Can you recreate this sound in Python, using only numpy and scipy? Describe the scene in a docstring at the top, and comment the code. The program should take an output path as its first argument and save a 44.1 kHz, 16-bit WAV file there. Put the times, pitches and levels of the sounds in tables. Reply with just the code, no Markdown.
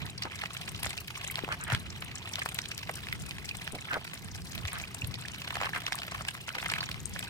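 """A muddy puddle outdoors, ducks dabbling close to a camera's stereo microphone, off to its left.
Their bills smack, suck and sieve the mud on a quick beat, louder as they work harder.
Every smack is a clump of bursting bubbles; single bubbles ring out, thin water films tick, and now
and then the mud squelches or thuds. A low rumble lies in the distance, and light air brushes the
two microphone ports."""
import sys
import numpy as np
from scipy import signal
from scipy.fft import rfft, irfft, next_fast_len
from scipy.io import wavfile
from scipy.ndimage import map_coordinates

SR = 44100
rng = np.random.default_rng(int(sys.argv[2]) if len(sys.argv) > 2 else 0)


def to_wav(s):
    """Save 16-bit WAV."""
    ch = np.atleast_2d(s).T  # columns
    pcm = np.round(np.clip(ch, -1, 1) * 32767)  # PCM
    wavfile.write(sys.argv[1], SR, pcm.astype(np.int16))


N = 321489

TOP_HZ = 16000  # the camera's band limit
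ONSET_S = .012  # lead-in of a clump before its main burst
RETURN_DB = -1  # a bill's return stroke against its main one


def smacks(strokes):
    """Each snap of a bill bursts a clump of mud bubbles and squeezes out a little fine spray."""
    # the loudest snaps, tight or drawn out (time [s], level [dB], bubble pitch [Hz], time spread [s])
    loud_smacks = [(0.019, -41, 2000, 0.0027), (0.065, -43, 3330, 0.0018), (0.179, -44, 4820, 0.0013),
                   (0.223, -35.5, 3250, 0.00178), (0.254, -38, 1380, 0.0036), (0.32, -42.5, 2170, 0.00352),
                   (0.417, -35, 2440, 0.0038), (0.437, -33.5, 1394, 0.004), (0.457, -36, 2310, 0.0028),
                   (0.506, -44, 2200, 0.0023), (0.568, -38, 2704, 0.0018), (0.68, -38, 2520, 0.0044),
                   (0.748, -40.5, 3070, 0.0022), (0.832, -34.5, 2390, 0.0026), (0.846, -34.5, 2108, 0.0026),
                   (0.863, -34.5, 1360, 0.0016), (0.869, -37, 3930, 0.0027), (0.907, -38.5, 2400, 0.0027),
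                   (0.931, -42, 3000, 0.0023), (0.978, -38, 3900, 0.002), (1.081, -39.5, 3620, 0.0032),
                   (1.105, -40, 2060, .004), (1.155, -40.5, 3080, 0.0051), (1.214, -40, 2400, 0.0028),
                   (1.245, -44, 2400, 0.0031), (1.3568, -33, 3590, 0.00087), (1.385, -37.5, 1040, 0.0018),
                   (1.391, -35, 1780, 0.0017), (1.446, -38.5, 2250, 0.0027), (1.479, -39, 730, 0.0016),
                   (1.489, -35.5, 885, 0.0016), (1.524, -34.5, 2950, 0.00293), (1.702, -34, 1810, 0.0022),
                   (1.721, -29.5, 1650, 0.0031), (1.734, -36.5, 2700, 0.0042), (1.749, -30, 2700, 0.0014),
                   (2.024, -37, 1764, 0.0035), (2.276, -43.5, 1730, 0.0029), (2.338, -38, 3600, .003),
                   (2.357, -33, 3525, 0.0014), (2.386, -38, 1520, 0.0032), (2.46, -30.5, 1080, 0.0011),
                   (2.489, -40.5, 2840, 0.0014), (2.589, -30, 2830, 0.002), (2.658, -39, 2962, 0.0031),
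                   (2.717, -36, 2860, 0.004), (2.779, -38.5, 4320, 0.0015), (2.792, -42.5, 3470, 0.0032),
                   (2.832, -39.5, 2884, 0.0031), (2.895, -31, 1107, 0.0033), (3.07, -40, 2180, 0.00082),
                   (3.087, -40, 2628, 0.0016), (3.127, -36, 2860, .0012), (3.31, -39, 3220, 0.0015),
                   (3.384, -41, 2400, 0.0014), (3.492, -35.5, 3800, 0.003), (3.677, -35.5, 2240, 0.001),
                   (3.933, -33, 1450, 0.00328), (3.942, -35, 2520, .0018), (4.05, -42, 2100, 0.0017),
                   (4.135, -40, 2150, 0.00157), (4.579, -39, 3560, 0.0015), (4.653, -37, 2150, 0.0021),
                   (4.682, -36, 2906, 0.0045), (4.801, -39.5, 2700, 0.0035), (5.046, -40, 3280, 0.0011),
                   (5.142, -39, 3870, 0.0012), (5.284, -39.5, 3430, 0.0026), (5.346, -41, 2700, 0.0034),
                   (5.419, -39.5, 2750, 0.003), (5.477, -37.5, 1860, 0.0027), (5.507, -34.5, 2210, 0.0022),
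                   (5.555, -34.5, 2290, 0.0027), (5.569, -33.5, 1390, 0.0016), (5.604, -37.5, 1650, 0.0018),
                   (5.614, -31.5, 1200, 0.0017), (5.624, -34, 1100, 0.0019), (5.634, -33, 1770, 0.0029),
                   (5.645, -35.5, 1603, .0026), (5.658, -35, 2000, 0.0027), (5.692, -39.5, 2240, 0.00093),
                   (5.75, -35.5, 1560, .0027), (5.762, -33, 1636, 0.0029), (5.776, -42, 1650, 0.0025),
                   (5.819, -47, 1990, 0.0025), (5.866, -32.5, 2550, 0.0016), (5.881, -34.5, 1790, 0.004),
                   (5.923, -30.5, 1646, 0.0012), (5.93, -35, 3530, 0.0017), (5.98, -44, 1930, 0.0026),
                   (5.988, -38.5, 3400, 0.0028), (6.019, -38, 2040, 0.0024), (6.033, -38.5, 2780, 0.0014),
                   (6.081, -39.5, 1610, 0.003), (6.121, -37, 1700, 0.003), (6.149, -34.5, 1706, 0.00364),
                   (6.208, -37, 1250, 0.0065), (6.251, -40, 2100, 0.0022), (6.287, -31, 2886, .003),
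                   (6.351, -40.5, 1710, 0.0018), (6.482, -37.5, 1600, 0.0039), (6.491, -36.5, 2640, .002),
                   (6.553, -34, 1970, 0.0043), (6.585, -33.5, 1870, 0.0022), (6.601, -41, 2700, 0.002),
                   (6.628, -35.5, 1670, 0.0038), (6.646, -43, 2270, 0.00074), (6.661, -30.5, 2030, 0.0039),
                   (6.701, -31.5, 2930, 0.0038), (6.719, -32, 1600, 0.0035), (6.738, -30.5, 2450, .0012),
                   (6.761, -34, 1770, 0.0065), (6.784, -33, 1874, 0.0039), (6.807, -38.5, 1600, 0.0014),
                   (6.83, -36.5, 1790, 0.0024), (6.84, -39, 2960, 0.0026), (6.89, -38, 1880, 0.0019),
                   (6.915, -36, 4000, 0.0024), (6.944, -40.5, 2120, 0.0013), (7.162, -36.5, 1400, 0.0047),
                   (7.192, -39, 2872, 0.0021), (7.228, -39.5, 2800, 0.0016)]
    soft = nibbles(strokes, loud_smacks, share=.38, db=-43.5, grows=0.97, scatter_db=-1,
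                   hz=2780, octaves_per_db=0.0177, scatter_octaves=0.19)
    soft_spread_s = 0.0038
    track = np.zeros((2, N))
    for s, db, hz, spread_s in [*loud_smacks, *[(*row, soft_spread_s) for row in soft]]:
        # big, low pockets burst alone and are damped by the mud; small ones come in a ringing crowd
        smallness = hz / 2000
        # a tight snap is mostly one burst, a drawn-out one is all bubbles
        crowd_db = -3 + 10 * np.log10(smallness) + 24 * np.log10(spread_s / .003)
        pop = clump(hz, pitch_spread=0.427, cycles=0.73 * smallness ** .5, spread_s=spread_s,
                    crowd_db=crowd_db, count=28)
        spray = clump(6800, pitch_spread=.5, cycles=.8, spread_s=1.5 * spread_s, crowd_db=0, count=44)
        add(track, s - ONSET_S, amp(db) * (pop + amp(-10) * smallness ** 0.53 * spray))
    return track


def clump(hz, pitch_spread, cycles, spread_s, crowd_db, count, size=1400):
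    """One main burst amid a crowd of bubbles that builds and thins; the energy of 10 ms at rms 1."""
    when, pitch, strength, life = rng.standard_normal((4, count + 1))
    when[0] = pitch[0] = 0
    life[0] = -1  # the main burst is choked at once, others ring on
    gain = amp(crowd_db + 3 * strength - 8 * np.abs(when)) * rng.choice([-1, 1], count + 1)
    gain[0] = 1
    start = ONSET_S + spread_s * when + port_lead(count + 1)
    pitch -= np.average(pitch, weights=gain ** 2)  # the notes gather around the clump's pitch
    ring_hz = np.minimum(hz * np.exp(pitch_spread * pitch), TOP_HZ)
    ring_cycles = cycles * np.exp(.42 * life)
    rings = bubble(np.arange(size) / SR - start[..., None], ring_hz[:, None], ring_cycles[:, None])
    deepest_hz = 450  # the shallow puddle gives out little below this note
    low_cut = signal.butter(3, deepest_hz, 'high', fs=SR)
    burst = signal.lfilter(*low_cut, (gain[:, None] * rings).sum(1))
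    return unit(burst) * np.sqrt(SR / 100 / size)


def bubble(t, hz, cycles):
    """A bubble's note builds up and dies within a few cycles; all pitches carry the same energy."""
    turns = np.maximum(t, 0) * hz
    return np.sqrt(hz / cycles) * np.sin(2 * np.pi * turns) * turns / cycles * np.exp(-turns / cycles)


def bill_strokes(beat_hz=14.7, drift=.06):
    """Running count of strokes: a bill opens and closes once a beat, and the beat drifts a little."""
    return np.cumsum(2 * beat_hz * (1 + drift * wobble(6))) / SR


def effort(usual_db=-47):
    """How far the ducks' effort lies above the usual, in dB."""
    # how hard the ducks work the mud (time [s], effort [dB])
    work = [(0.0, -41.5), (0.16, -55), (0.24, -45), (0.78, -48.5), (0.9, -42), (1.06, -54), (1.18, -44),
            (1.52, -47), (1.58, -49), (1.68, -46), (1.94, -50), (2.24, -46.5), (2.32, -44), (2.72, -49.5),
            (2.92, -47), (3.37, -49), (3.95, -45.5), (4.45, -52.5), (4.63, -44.5), (4.99, -49.5),
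            (5.45, -47), (5.63, -43), (6.43, -49.5), (6.73, -41), (7.05, -53.5), (7.29, -41.5)]
    return curve(work) - usual_db


def nibbles(strokes, loud, share, db, grows, scatter_db, hz, octaves_per_db, scatter_octaves):
    """Soft snaps on a share of the strokes, louder with effort: (time [s], level [dB], pitch [Hz])."""
    jitter_s, busy_s = 0.0048, .02
    at = np.flatnonzero(np.diff(np.floor(strokes)))
    chosen = rng.random(len(at)) < share
    late, strength, pitch = rng.standard_normal((3, len(at)))
    s = at / SR + jitter_s * late
    work_db = effort()[at]
    level_db = db + grows * work_db + scatter_db * strength + RETURN_DB * (np.arange(len(at)) % 2)
    pitch_hz = hz * 2 ** (octaves_per_db * work_db + scatter_octaves * pitch)
    # a bill makes no soft snap close to a loud one
    free = np.abs(s[:, None] - np.array(loud)[:, 0]).min(1) > busy_s
    return np.transpose([s, level_db, pitch_hz])[free & chosen]


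def ticks(strokes):
    """Thin water films break at the bills in a short, bright crackle: the louder, the tighter."""
    # the loudest films snapping (time [s], level [dB], pitch [Hz])
    loud_ticks = [(0.235, -36.5, 5300), (0.833, -31.5, 10500), (0.856, -34, 7930), (0.906, -35.5, 8650),
                  (1.247, -39.5, 8000), (1.277, -35, 7700), (1.313, -33.5, 11360), (1.639, -33.5, 9100),
                  (1.728, -37.5, 8300), (2.156, -37, 7200), (2.336, -37.5, 6120), (2.491, -38.5, 9050),
                  (2.546, -31, 9840), (2.618, -38.5, 6130), (2.687, -40, 8240), (2.956, -36, 8700),
                  (3.57, -38, 8680), (3.723, -40, 8744), (4.141, -37.5, 9400), (4.732, -37, 9430),
                  (4.947, -35.5, 8550), (5.073, -35.5, 10700), (5.866, -38.5, 5960), (5.955, -33.5, 9850),
                  (6.284, -37.5, 8160), (6.717, -34.5, 8700), (7.057, -27.5, 8400), (7.193, -34, 9750)]
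    soft = nibbles(strokes, loud_ticks, share=.36, db=-42, grows=0.2, scatter_db=1.2,
                   hz=7730, octaves_per_db=0, scatter_octaves=0.26)
    track = np.zeros((2, N))
    for s, db, hz in [*loud_ticks, *soft]:
        spread_s = np.clip(.0018 * amp(-.6 * (db + 35)), .0005, .004)
        cycles = 1.8 * np.exp(rng.uniform(-.3, .5))  # some films ring, others just break
        snap = clump(hz, pitch_spread=.15, cycles=cycles, spread_s=spread_s, crowd_db=-5, count=44)
        add(track, s - ONSET_S, amp(db) * snap)
    return track


def sieving(strokes):
    """The bills chatter and pump water out at their edges in quick spurts of froth."""
    # tone of the muddy slosh (frequency [Hz], gain [dB])
    slosh_tone = [(150, -38), (300, -1), (480, -14.5), (680, -0.5), (1020, 0), (1600, 0.5), (2600, 5.5),
                  (4000, 3), (5200, -23), (7000, -21), (16000, -70)]
    # tone of the fine fizz (frequency [Hz], gain [dB])
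    fizz_tone = [(2000, -12), (4000, 5), (5200, -2), (7000, -4.5), (9200, 0), (16000, -7)]
    # amount of fine spray, which the fizz partly follows (time [s], level [dB])
    spray_levels = [(0.0, -63), (0.91, -52), (2.11, -65), (2.29, -54), (7.29, -55)]
    pump_db = 1.64 * np.cos(2 * np.pi * strokes) + RETURN_DB * np.cos(np.pi * strokes / 2) ** 2
    spurt_db = pump_db + 4 * np.tanh(wobble(130))  # random sputter on top of the strokes
    bubbles = froth(400, 5000, cycles=1.25, spread_db=3, count=10000, size=500)
    # a few bubbles float free of the mud and ring on
    ringing = froth(900, 4500, cycles=3, spread_db=2, count=1400, size=1000)
    slosh = coloured(unit(bubbles) + amp(-4.5) * unit(ringing), slosh_tone) * amp(spurt_db)
    fizz = coloured(froth(4650, 16600, cycles=1.5, spread_db=5, count=42000, size=70), fizz_tone)
    fizz *= amp(1.46 * spurt_db + 3.45 * wobble(150))
    spray_db = curve(spray_levels)
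    slosh_db = -48 + effort()
    fizz_db = -51.5 + 0.69 * (spray_db - spray_db.mean()) + 0.44 * effort()
    return amp(slosh_db) * unit(slosh) + amp(fizz_db) * unit(fizz)


def froth(low_hz, high_hz, cycles, spread_db, count, size):
    """A stereo stream of tiny bubbles of random pitch and strength, each size samples long."""
    when, pitch, strength, sign = rng.random((count, 4)).T
    hz = low_hz * (high_hz / low_hz) ** pitch
    gain = amp(spread_db * np.minimum(-np.log(1 - strength), 4)) * np.sign(sign - .5)
    t = (np.arange(size) - 10) / SR - port_lead(count)[..., None]
    rings = gain[:, None] * bubble(t, hz[:, None], cycles)
    index = (when * N).astype(int)[:, None] + np.arange(size)
    return np.array([np.bincount(index.ravel(), port.ravel(), N)[:N] for port in rings])


def squelches(flutter_hz=230, flutter_db=4, trim_db=-4.5):
    """A pocket's hoarse note flutters as soft mud flaps, and slides as suction changes its size."""
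    # air and water sucked through pockets in the mud
    # (time [s], length [s], start pitch [Hz], end pitch [Hz], width [Hz], level before trim [dB])
    pockets = [(0.18, 0.0053, 5900, 3940, 300, -32.5), (0.225, 0.0045, 5050, 4530, 200, -29.5),
               (0.25, 0.029, 702, 1105, 500, -37), (1.495, 0.053, 1296, 1570, 424, -31),
               (1.601, 0.044, 1423, 1520, 250, -38), (1.664, 0.037, 1760, 1460, 400, -35.5),
               (1.699, 0.057, 1681, 1401, 447, -31.5), (2.4175, .0045, 1785, 1970, 300, -24.5),
               (3.727, 0.04, 333, 520, 800, -37.5), (3.883, 0.031, 2050, 1550, 300, -38),
               (3.909, 0.021, 1565, 1340, 170, -27.5), (3.927, 0.053, 1640, 1348, 250, -33),
               (3.928, .03, 520, 593, 402, -39), (3.955, .025, 976, 627, 260, -29.5),
               (4.727, 0.059, 1478, 1533, 459, -37), (5.618, 0.06, 1417, 1690, 750, -35),
               (5.742, 0.046, 1562, 1432, 500, -33.5), (6.559, 0.024, 804, 606, 350, -40.5),
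               (6.806, 0.0048, 4730, 4340, 250, -24.5)]
    track = np.zeros((2, N))
    for s, length, start_hz, end_hz, width_hz, db in pockets:
        note = swell(length, start_hz, end_hz, rasp(length, start_hz, width_hz))
        flap_hz = flutter_hz * (1 + 0.216 * wobble(flutter_hz)[:note.shape[1]])
        flutter = amp(flutter_db * np.cos(2 * np.pi * np.cumsum(flap_hz) / SR))
        add(track, s, amp(db + trim_db) * unit(note * flutter))
    return track


def rasp(length, pitch_hz, width_hz, size=8192):
    """The uneven strength and phase of a resonance, width_hz wide, kicked by turbulent spurts."""
    kicks = ([1, 1j] @ rng.standard_normal((2, size))) * amp(2.4 * wobble(403.7)[:size])
    ring = signal.lfilter([1], [1, -np.exp(-np.pi * width_hz / SR)], kicks)
    # soft mud rounds off each kick
    ring = signal.lfilter(*signal.butter(2, pitch_hz, fs=SR), ring)[-int(length * SR):]
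    steady = np.exp(-(width_hz / 250) ** 2)  # a sharply tuned pocket sings one steady note
    return np.sqrt(steady) + np.sqrt(1 - steady) * ring / np.sqrt(np.mean(np.abs(ring) ** 2))


def swell(length, start_hz, end_hz, drive=1):
    """A note that swells, glides and fades at both ports."""
    t = np.arange(int(length * SR)) / SR
    port_t = t + port_lead(1)
    turns = start_hz * port_t + (end_hz - start_hz) * port_t ** 2 / (2 * length)
    envelope = np.sqrt(2) * np.sin(np.pi * t / length) ** 0.25
    return envelope * np.real(drive * np.exp(2j * np.pi * turns))


def plips(decay_s=0.000547, rise_per_s=6.8, size=800):
    """A free bubble swells and dies in milliseconds, its note rising as it nears the surface."""
    # single bubbles with a clear note (time [s], level over 10 ms [dB], pitch [Hz])
    free_bubbles = [(0.986, -40, 2660), (1.3, -38.5, 2150), (3.127, -37, 2060), (3.512, -37.5, 2500),
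                    (4.839, -40, 2374), (5.02, -35.5, 2640), (5.252, -41.5, 1740), (5.528, -40.5, 1040),
                    (5.671, -36, 1140), (5.735, -34, 1677), (5.947, -39.5, 1075), (6.504, -40.5, 1440),
                    (6.69, -38, 1352), (6.819, -41.5, 1080)]
    track = np.zeros((2, N))
    for s, db, hz in free_bubbles:
        t = np.maximum(np.arange(size) / SR - port_lead(1), 0)
        envelope = (t / decay_s) ** 3 * np.exp(-t / decay_s)
        note = envelope * np.sin(2 * np.pi * hz * t * (1 + rise_per_s * t / 2))
        add(track, s - 2 * decay_s, amp(db) * unit(note) * np.sqrt(SR / 100 / size))
    return track


def thuds():
    """Soft blows on wet ground: a few low cycles that sag in pitch."""
    # dull blows (time [s], length [s], nominal pitch [Hz], level [dB], left minus right [dB])
    blows = [(0.05, 0.013, 133, -37, -2), (0.249, 0.0098, 356, -41, 0), (1.437, 0.0032, 299, -32.5, 19.5),
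             (1.726, 0.025, 121, -25.5, 3), (3.731, 0.0035, 323, -35.5, 6), (4.641, 0.0341, 91.8, -34, 3),
             (5.035, 0.02, 109.5, -33, -2.5), (5.084, 0.022, 122, -35.5, 9.5)]
    track = np.zeros((2, N))
    for s, length, hz, db, pan_db in blows:
        port_gain = amp(db + pan_db * np.array([[.5], [-.5]]))
        add(track, s, port_gain * swell(length, start_hz=hz * 1.175, end_hz=hz * 0.73))
    return track


def ground_echo(x, t60=0.084, size=2600):
    """Ground and feathered bodies throw back a brief, diffuse echo, different at each port."""
    t = np.arange(size) / SR
    tail = rng.standard_normal((2, size)) * amp(-60 * t / t60) * (1 - np.exp(-t / 0.00009))
    return signal.fftconvolve(x, unit(tail) / np.sqrt(size), axes=1)[:, :N]


def breeze(calm_db=-51):
    """Light air buffets each microphone port on its own; gusts swell and fade over the calm."""
    # tone of the buffeting (frequency [Hz], gain [dB])
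    buffet_tone = [(20, -35), (55, 0), (110, 1.5), (180, -1), (300, -14), (700, -32), (2000, -98)]
    # gusts on the ports (peak time [s], half length [s], level [dB])
    gust_peaks = [(0.027, 0.132, -42.5), (0.853, 0.12, -44.5), (1.774, 0.12, -43), (3.198, .2, -45.5),
                  (4.45, 0.21, -43.5), (5.091, 0.08, -46), (6.73, 0.099, -44.5), (7.094, 0.19, -46.5)]
    t = np.arange(N) / SR
    gusting = sum(amp(db) * np.exp(-((t - s) / half) ** 2 / 2) for s, half, db in gust_peaks)
    buffet = coloured(rng.standard_normal((2, N)), buffet_tone)
    flicker_db = 3.4 * np.array([wobble(4.79), wobble(23)])
    return np.hypot(amp(calm_db), gusting) * unit(buffet * amp(flicker_db))


def distant_rumble():
    """A low, wavering outdoor rumble reaches both ports nearly alike."""
    # tone of the rumble (frequency [Hz], gain [dB])
    rumble_tone = [(20, -26), (40, -16), (65, -3), (115, 1), (165, -2), (230, -12), (400, -14), (700, -29),
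                   (2000, -24.5), (6000, -31), (16000, -49)]
    far = rng.standard_normal(N) + amp(-12) * rng.standard_normal((2, N))
    return amp(-48.5 + 1.35 * wobble(4)) * unit(coloured(far, rumble_tone))


def port_lead(count, lead_s=0.0001594, scatter_s=.00005):
    """Arrival offsets (port, bubble): the puddle lies to the left, so that port hears it first."""
    return np.array([[-.5], [.5]]) * (lead_s + scatter_s * rng.standard_normal(count))


def amp(db):
    return 10 ** (np.asarray(db) / 20)


def unit(x):
    return x / np.sqrt(np.mean(x ** 2) + 1e-20)


def curve(rows):
    """One value per sample from (time [s], value) points."""
    return np.interp(np.arange(N) / SR, *np.transpose(rows))


def wobble(rate):
    """A smooth random curve, rate knots a second."""
    knots = rng.standard_normal(int(N * rate / SR) + 4)
    return unit(map_coordinates(knots, [np.arange(N) * rate / SR]))


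def filtered(x, response):
    """x through a gain that depends on frequency."""
    size = next_fast_len(N + SR // 2)
    return irfft(rfft(x, size) * response(np.fft.rfftfreq(size, 1 / SR)), size)[..., :N]


def coloured(x, points):
    """x shaped by (frequency [Hz], gain [dB]) points on a log axis."""
    point_hz, db = np.transpose(points)
    return filtered(x, lambda hz: amp(np.interp(np.log(hz + 1), np.log(point_hz), db)))


def add(track, s, sound):
    """Mix a stereo sound into the track at s seconds."""
    start = max(round(s * SR), 0)
    track[:, start:start + sound.shape[1]] += sound[:, :max(N - start, 0)]


def scene():
    """The puddle close on the left, one beat driving its froth and soft snaps; open air behind."""
    # the right port faces away from the puddle and loses its treble (frequency [Hz], gain [dB])
    port_shadow = [(100, 5), (800, -0.5), (1400, 1), (2300, 2.5), (4300, 2), (5500, 0), (7000, -20),
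                   (9000, -32), (12000, -11.5), (16000, -15)]
    background = thuds() + distant_rumble() + breeze()
    strokes = bill_strokes()
    puddle = sieving(strokes) + squelches() + smacks(strokes) + ticks(strokes) + plips()
    left, right = puddle + amp(-10.5) * ground_echo(puddle)
    return np.array([left, coloured(right, port_shadow)]) + background


def record(dry):
    """The camera's microphone colours the treble; nothing passes above the band limit."""
    # the microphone's dip in the high treble (frequency [Hz], gain [dB])
    mic_response = [(9300, -0.5), (10200, -5), (13000, 0.5)]
    return filtered(coloured(dry, mic_response), lambda hz: hz < TOP_HZ)


dry = scene()
out = record(dry)
to_wav(out)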